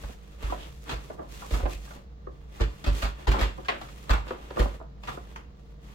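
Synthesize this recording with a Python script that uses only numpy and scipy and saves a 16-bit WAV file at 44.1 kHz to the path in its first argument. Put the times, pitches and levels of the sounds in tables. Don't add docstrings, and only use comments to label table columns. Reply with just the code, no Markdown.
import sys
import numpy as np
from scipy import signal
from scipy.fft import rfft, irfft
from scipy.io import wavfile

SR = 44100
rng = np.random.default_rng(int(sys.argv[2]) if len(sys.argv) > 2 else 0)


def waveform_to_disk(signal):
    frames = np.transpose(np.atleast_2d(signal))
    scaled = np.clip(frames, -1, 1) * 32767
    samples = np.round(scaled).astype(np.int16)
    wavfile.write(sys.argv[1], SR, samples)


N = 261954
TIME = np.arange(N) / SR
RING_TIME = TIME[:SR // 2]
FREQS = np.maximum(np.fft.rfftfreq(N, 1 / SR), 1)

# t/s, swell/s, fade/s, ring f/Hz, level/dB, sharpness/dB
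BUCKLES = [(0.032, 0.004, 0.0053, 870, -50.5, -5.5), (0.430, 0.0013, 0.0056, 750, -51, 0),
           (0.493, 0.01, .012, 1070, -45.5, -10), (0.885, 0.014, .010, 990, -45, 4),
           (0.919, 0.002, 0.022, 710, -48.5, -4), (1.508, 0, 0.031, 570, -48, -1),
           (1.538, 0, 0.0049, 816, -41, -3.5), (1.875, 0, .004, 1600, -57.5, -12),
           (1.907, 0, .002, 1340, -52, -8), (1.954, 0.0033, 0.016, 556, -58, -3.5),
           (2.599, 0, 0.014, 443, -42, -3.5), (2.605, 0.0041, 0.0075, 1135, -43.5, 1.5),
           (2.841, 0.00041, 0.0034, 654, -48.5, 5.5), (2.863, 0.0006, 0.014, 595, -42, 2.5),
           (3.014, .012, 0.013, 1140, -39, 0.5), (3.270, 0, 0.0095, 874, -35, -4),
           (3.278, 0.0023, 0.016, 387, -45.5, 6.5), (3.316, 0.0002, .008, 1240, -41.5, 4.5),
           (3.337, 0, 0.009, 1346, -33.5, -16), (3.388, .003, 0.011, 540, -43, 5),
           (3.409, 0.003, 0.0092, 1250, -37.5, 2.5), (3.646, 0.0013, .009, 1630, -59.5, 7.5),
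           (3.684, 0.00017, .005, 1300, -41.5, 1), (3.812, 0.001, .005, 1130, -46, -6),
           (3.887, 0, 0.0022, 1160, -58, 1), (4.093, 0.0021, 0.0033, 1230, -37, -5),
           (4.100, 0.0016, 0.006, 1170, -32, -2), (4.113, 0.023, 0.0075, 1280, -38, -3),
           (4.278, 0.001, 0.0081, 920, -52.5, 1.5), (4.561, 0, 0.013, 560, -47.5, -1),
           (4.589, 0.0041, 0.0077, 492, -39, 1), (5.029, .007, .008, 920, -53, 0.5),
           (5.071, 0.0015, 0.011, 1017, -43.5, -1.5), (5.359, 0.00077, 0.0011, 1220, -50, -0.5)]
# t/s, swell/s, fade/s, ring f/Hz, level/dB, sharpness/dB
BOX_KNOCKS = [(0.09, 0.0026, .004, 382, -55.5, -5), (0.521, 0.0016, 0.0079, 1008, -35, -17),
              (1.091, 0.0073, 0.02, 624, -43.5, 1), (1.184, 0, 0.018, 434, -47, -6),
              (1.412, 0.01, 0.0072, 1000, -47, -9), (1.436, 0.012, 0.0032, 1090, -50.5, -6),
              (1.598, 0.0011, .005, 704, -44.5, -1), (1.626, 0.0023, 0.0096, 560, -41.5, -11),
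              (1.654, 0.0016, 0.0069, 590, -35.5, 7), (2.269, 0.00074, 0.0061, 400, -49, -12),
              (3.578, 0, 0.013, 530, -48, -17), (3.684, 0.00051, 0.007, 1096, -32.5, 24),
              (3.714, .006, 0.013, 670, -44.5, 24.5), (4.307, 0, .008, 520, -36.5, 8.5),
              (4.503, 0.0026, .0056, 573, -44.5, 13.5), (4.568, 0.002, 0.015, 495, -37, -3),
              (4.657, 0, 0.0062, 560, -42, -5), (4.801, 0, 0.014, 660, -46.5, -15),
              (5.084, 0, 0.0015, 1010, -39.5, 3), (5.169, 0.0042, 0.0039, 574, -46.5, -7)]
# t/s, level/dB
WALL_PUSHES = [(0.043, -31), (0.441, -23), (0.479, -32), (0.930, -30), (1.526, -16.5), (1.633, -17.5),
               (1.753, -33.5), (2.611, -15.5), (2.876, -14.5), (2.917, -29), (3.034, -20), (3.282, -12),
               (3.421, -16.5), (4.107, -12.5), (4.603, -13.5)]
# t/s, length/s, level/dB, brightness/dB
RUB_STROKES = [(-0.04, .17, -56, 4), (0.173, 0.2, -65, 2.5), (0.401, 0.14, -49.5, 1),
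               (0.56, 0.11, -55, 1.5), (0.69, 0.44, -63.5, 6), (0.865, 0.052, -47.5, -1.5),
               (0.995, 0.1, -61, 1.5), (1.134, 0.27, -66.5, 2), (1.286, 0.2, -53.5, 5),
               (1.486, 0.087, -47.5, 5.5), (1.554, .08, -50, -0.5), (1.684, 0.053, -49.5, 5.5),
               (1.788, 0.16, -58, 5.5), (2.265, 0.22, -73.5, 1), (2.502, 0.1, -57.5, 2),
               (2.67, 0.31, -60.5, 3), (2.932, 0.1, -45, 4), (3.151, 0.1, -57, -0.5),
               (3.336, 0.11, -46, -5), (3.517, 0.35, -61, 1), (3.787, .27, -58.5, 3.5),
               (4.078, 0.02, -50, -2), (4.244, 0.082, -53.5, -1.5), (4.36, 0.39, -57.5, 0),
               (4.572, 0.054, -46.5, 2.5), (5.026, 0.12, -55, 2.5), (5.146, 0.22, -63.5, 1),
               (5.553, 0.17, -74.5, 3), (5.813, 0.16, -61.5, 2)]
# t/s, length/s, ring f/Hz, level/dB
EDGE_SCRAPES = [(0.58, 0.047, 3100, -50), (1.702, 0.028, 2520, -48.5)]
# low f/Hz, high f/Hz
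BANDS = [(120, 500), (500, 1700), (1700, 5000), (5000, 16500)]
PAPER_BANDS_DB = [1.5, -1, -2, -14]
BOX_BANDS_DB = [-9.5, -0.5, -24]
# f/Hz, level/dB
PAPER_COLOUR = [(120, 8), (200, -3.5), (300, -6), (480, -10.5), (760, -4), (1210, -5.5), (1850, -18),
                (3490, -21), (5790, -31), (7500, -27.5), (9500, -40.5), (13500, -39), (16000, -44)]
BOX_COLOUR = [(120, -44.5), (250, 15), (400, 6), (700, 0.5), (1000, -1), (1400, -9), (1900, -13.5),
              (3000, -15), (6000, -43)]
SLEEVE_COLOUR = [(250, 17.5), (460, 1.5), (700, -5), (1040, -3), (1550, -7.5), (1900, -2.5), (3280, 2),
                 (5070, -16.5), (7400, -18), (9500, -23.5), (12500, -24.5), (16000, -27)]
AIR_COLOUR = [(20, -5), (40, -7.5), (60, 6.5), (100, -10.5), (150, -3), (230, -13.5), (330, -19.5),
              (460, -20), (700, -24.5), (1200, -45.5), (2000, -45.5), (4000, -38.5), (7000, -48),
              (10000, -82), (16000, -49)]
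# f/Hz, width/Hz, boost/dB
BAG_RINGS = [(297, 32, 3), (570, 18, 5), (1178, 19, 8), (1300, 13, 1), (2160, 47, 1.5), (2492, 51, 5.5),
             (2763, 58, 6.5), (3480, 58, 2.5), (4300, 76, 1)]
BOX_RINGS = [(357, 29, 7.8), (544, 17, 3.9), (722, 41, 8.8), (1010, 49, 2.9), (1220, 260, 4.4),
             (1500, 190, 1.1)]
# f/Hz, level/dB, time to fade by 60 dB/s
WALL_NOTES = [(51.2, 5, 0.28), (71.1, -8.5, 0.29), (96, -15, 0.54), (127.4, -7, 0.23)]
# f/Hz, wander/Hz, level/dB
HUM_TONES = [(55, 3.39, -47), (139.8, 5.45, -57.5), (198.3, 6.8, -61), (298, 8.6, -73), (463, 9.35, -67)]
# f/Hz, level/dB
STEREO_WIDTH = [(60, -7.5), (190, -14.5), (380, -0.5), (700, 2), (1290, 3), (2380, 0.5), (5000, 0),
                (6500, 2), (15000, -92)]


def paper_crackle():
    return hits(BUCKLES, colour(PAPER_COLOUR, BAG_RINGS), PAPER_BANDS_DB,
                fade_s=0.058, room_db=-9.5, snaps_per_s=700, ring_db=-4.0, ring_width_hz=55)


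def box_knocks():
    return hits(BOX_KNOCKS, colour(BOX_COLOUR, BOX_RINGS), BOX_BANDS_DB,
                fade_s=0.054, room_db=-12, snaps_per_s=350, ring_db=-2.5, ring_width_hz=35)


def hits(table, tone, bands_db, fade_s, room_db, snaps_per_s, ring_db, ring_width_hz):
    out, noise = np.zeros((2, N + SR)), stereo_noise(tone)
    size = len(RING_TIME)
    decay = np.hypot(die_away(fade_s), from_db(room_db) * die_away(fade_s=0.32))
    for start, swell, fade, hz, level, sharpness in table:
        spot = rng.integers(N - size)
        at = max(round(start * SR), 0)
        clicks = snaps(swell, fade, snaps_per_s)
        sheet = signal.fftconvolve(noise[:, spot:spot + size] * decay, clicks[None])[:, :size]
        ring = resonance(np.pad(clicks, (0, size - len(clicks))), hz, ring_width_hz)
        ring = left_and_right(ring, lag_s=0.00021) / strength(ring[None])
        sound = sheet / strength(band(sheet, *BANDS[1])) + from_db(ring_db) * ring
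        body_db = 11.5 * np.log2(807 / hz)
        for (low, high), db, boost in zip(BANDS, bands_db, [body_db, 0, sharpness, sharpness]):
            part = band(sound, low, high, order=4)
            opening = part[:, :SR // 33]
            out[:, at:at + size] += part * from_db(level + db + boost) / strength(opening)
    return out[:, :N]


def snaps(swell, fade, per_s, spread_db=5.0):
    t = TIME[:SR // 11]
    sizes = from_db(spread_db * rng.standard_normal(len(t))) * rng.choice([-1, 1], len(t))
    rise = np.minimum((t + 1 / SR) / (swell + 1 / SR), 1)
    fall = np.exp(-np.maximum(t - swell, 0) / (2 * fade))
    clicks = sizes * (rng.random(len(t)) < per_s / SR) * rise * fall
    clicks[round(swell * SR)] = 1.54
    return clicks


def wall_boom(push_s=0.013):
    push, boom = np.zeros(N), 0
    for start, db in WALL_PUSHES:
        pulse = np.cos(np.pi * np.clip((TIME - start) / push_s, -.5, .5)) ** 2
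        push += from_db(db) * pulse / pulse.sum()
    for hz, db, fade_s in WALL_NOTES:
        note = from_db(db) * die_away(fade_s) * np.cos(2 * np.pi * hz * RING_TIME)
        boom = boom + signal.fftconvolve(push, note)[:N]
    open_top = signal.butter(2, 24, "high", fs=SR, output="sos")
    return left_and_right(signal.sosfilt(open_top, boom), lag_s=0.00082)


def sleeve_rub(drag_db, rasp_db, hiss_db):
    rub = stereo_noise(colour(SLEEVE_COLOUR, BAG_RINGS))
    rub *= friction(per_s=170, spread_db=2.5, grain_s=0.0014, even_share=0.82)
    out, pressure_db = 0, drift(per_s=20)
    layers = [((400, 1700), -1, drag_db), (BANDS[2], 0, rasp_db), (BANDS[3], 1, hiss_db)]
    for (low, high), treble, db in layers:
        part = band(rub, low, high)
        gain = from_db(db + pressure_db + 0.25 * drift(per_s=60))
        out = out + part / strength(part) * rub_loudness(treble) * gain
    return out


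def rub_loudness(treble):
    dull_db = -4.5 * treble
    power = from_db(-75 + dull_db) ** 2
    for start, length, db, brightness in RUB_STROKES:
        stroke = rise_hold_fade(start, length, rise_s=0.027, fade_s=0.038)
        power = power + (from_db(db + treble * brightness) * stroke) ** 2
    for start, swell, fade, _, db, _ in BUCKLES:
        settle = rise_hold_fade(start, swell + fade, rise_s=swell + fade, fade_s=0.051)
        power = power + (from_db(db - 15.5 + dull_db) * settle) ** 2
    return np.sqrt(power)


def friction(per_s, spread_db, grain_s, even_share):
    moments = rng.random(N) < per_s / SR
    catches = moments * from_db(spread_db * np.minimum(rng.exponential(1, N), 4)) ** 2
    power = signal.lfilter([1], [1, -np.exp(-1 / (grain_s * SR))], catches + 1e-18)
    return np.sqrt(even_share + (1 - even_share) * power / power.mean())


def edge_scrape():
    out, slips = 0, stereo_noise(np.ones(len(FREQS)))
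    slips *= friction(per_s=400, spread_db=1.0, grain_s=0.002, even_share=0.34)
    for start, length, hz, db in EDGE_SCRAPES:
        ring = resonance(slips, hz, width_hz=470)
        shape = rise_hold_fade(start, length, rise_s=0.028, fade_s=0.037)
        out = out + ring / strength(ring) * from_db(db) * shape
    return out


def room_hum():
    hum = 0
    for hz, wander, db in HUM_TONES:
        phase = 2 * np.pi * np.cumsum(hz + wander * drift(per_s=13.67)) / SR
        hum = hum + np.sqrt(2) * from_db(db + 0.62 * drift(per_s=3.7)) * np.sin(phase)
    return hum + from_db(-51) * stereo_noise(from_db(curve(AIR_COLOUR)))


def from_db(db):
    return 10 ** (np.asarray(db) / 20)


def strength(x):
    return np.sqrt(np.mean(x.mean(0) ** 2) + 1e-20)


def curve(points):
    hz, db = np.transpose(points)
    return np.interp(np.log(FREQS), np.log(hz), db)


def colour(points, rings):
    peaks_db = sum(db / (1 + (2 * (FREQS - hz) / width) ** 2) for hz, width, db in rings)
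    return from_db(curve(points) + peaks_db)


def band(x, low, high, order=3):
    return signal.sosfilt(signal.butter(order, [low, high], "band", fs=SR, output="sos"), x + 1e-18)


def resonance(x, hz, width_hz):
    r = np.exp(-np.pi * width_hz / SR)
    feedback = [1, -2 * r * np.cos(2 * np.pi * hz / SR), r * r]
    return signal.lfilter(np.array([1, 0, -1]) * (1 - r * r) / 2, feedback, x + 1e-18)


def stereo_noise(tone):
    spectra = rfft(rng.standard_normal((2, N))) * tone
    spectra[1] *= from_db(curve(STEREO_WIDTH))
    shared, side = irfft(spectra, N)
    pair = np.array([shared + side, shared - side])
    return pair / strength(pair)


def left_and_right(x, lag_s):
    t = TIME[:len(x)]
    return np.array([x, np.interp(t - lag_s, t, x)])


def die_away(fade_s):
    return from_db(-60 * RING_TIME / fade_s)


def rise_hold_fade(start, length, rise_s, fade_s):
    rise = .5 + .5 * np.tanh((TIME - start) / rise_s - .5)
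    return rise * np.exp(-np.maximum(TIME - start - length, 0) / fade_s)


def drift(per_s):
    slow = irfft(rfft(rng.standard_normal(N)) / (1 + (FREQS / per_s) ** 4), N)
    return slow / slow.std()


def scene():
    handling = paper_crackle() + box_knocks()
    boom = wall_boom() * from_db([[-1.2], [1.1]])
    rub = sleeve_rub(drag_db=3.5, rasp_db=0.58, hiss_db=-6)
    return handling + boom + rub + edge_scrape() + room_hum() * from_db([[-.6], [.6]])


def record(dry):
    return signal.sosfilt(signal.ellip(10, .1, 80, 15900, fs=SR, output="sos"), dry)


dry = scene()
out = record(dry)
waveform_to_disk(out)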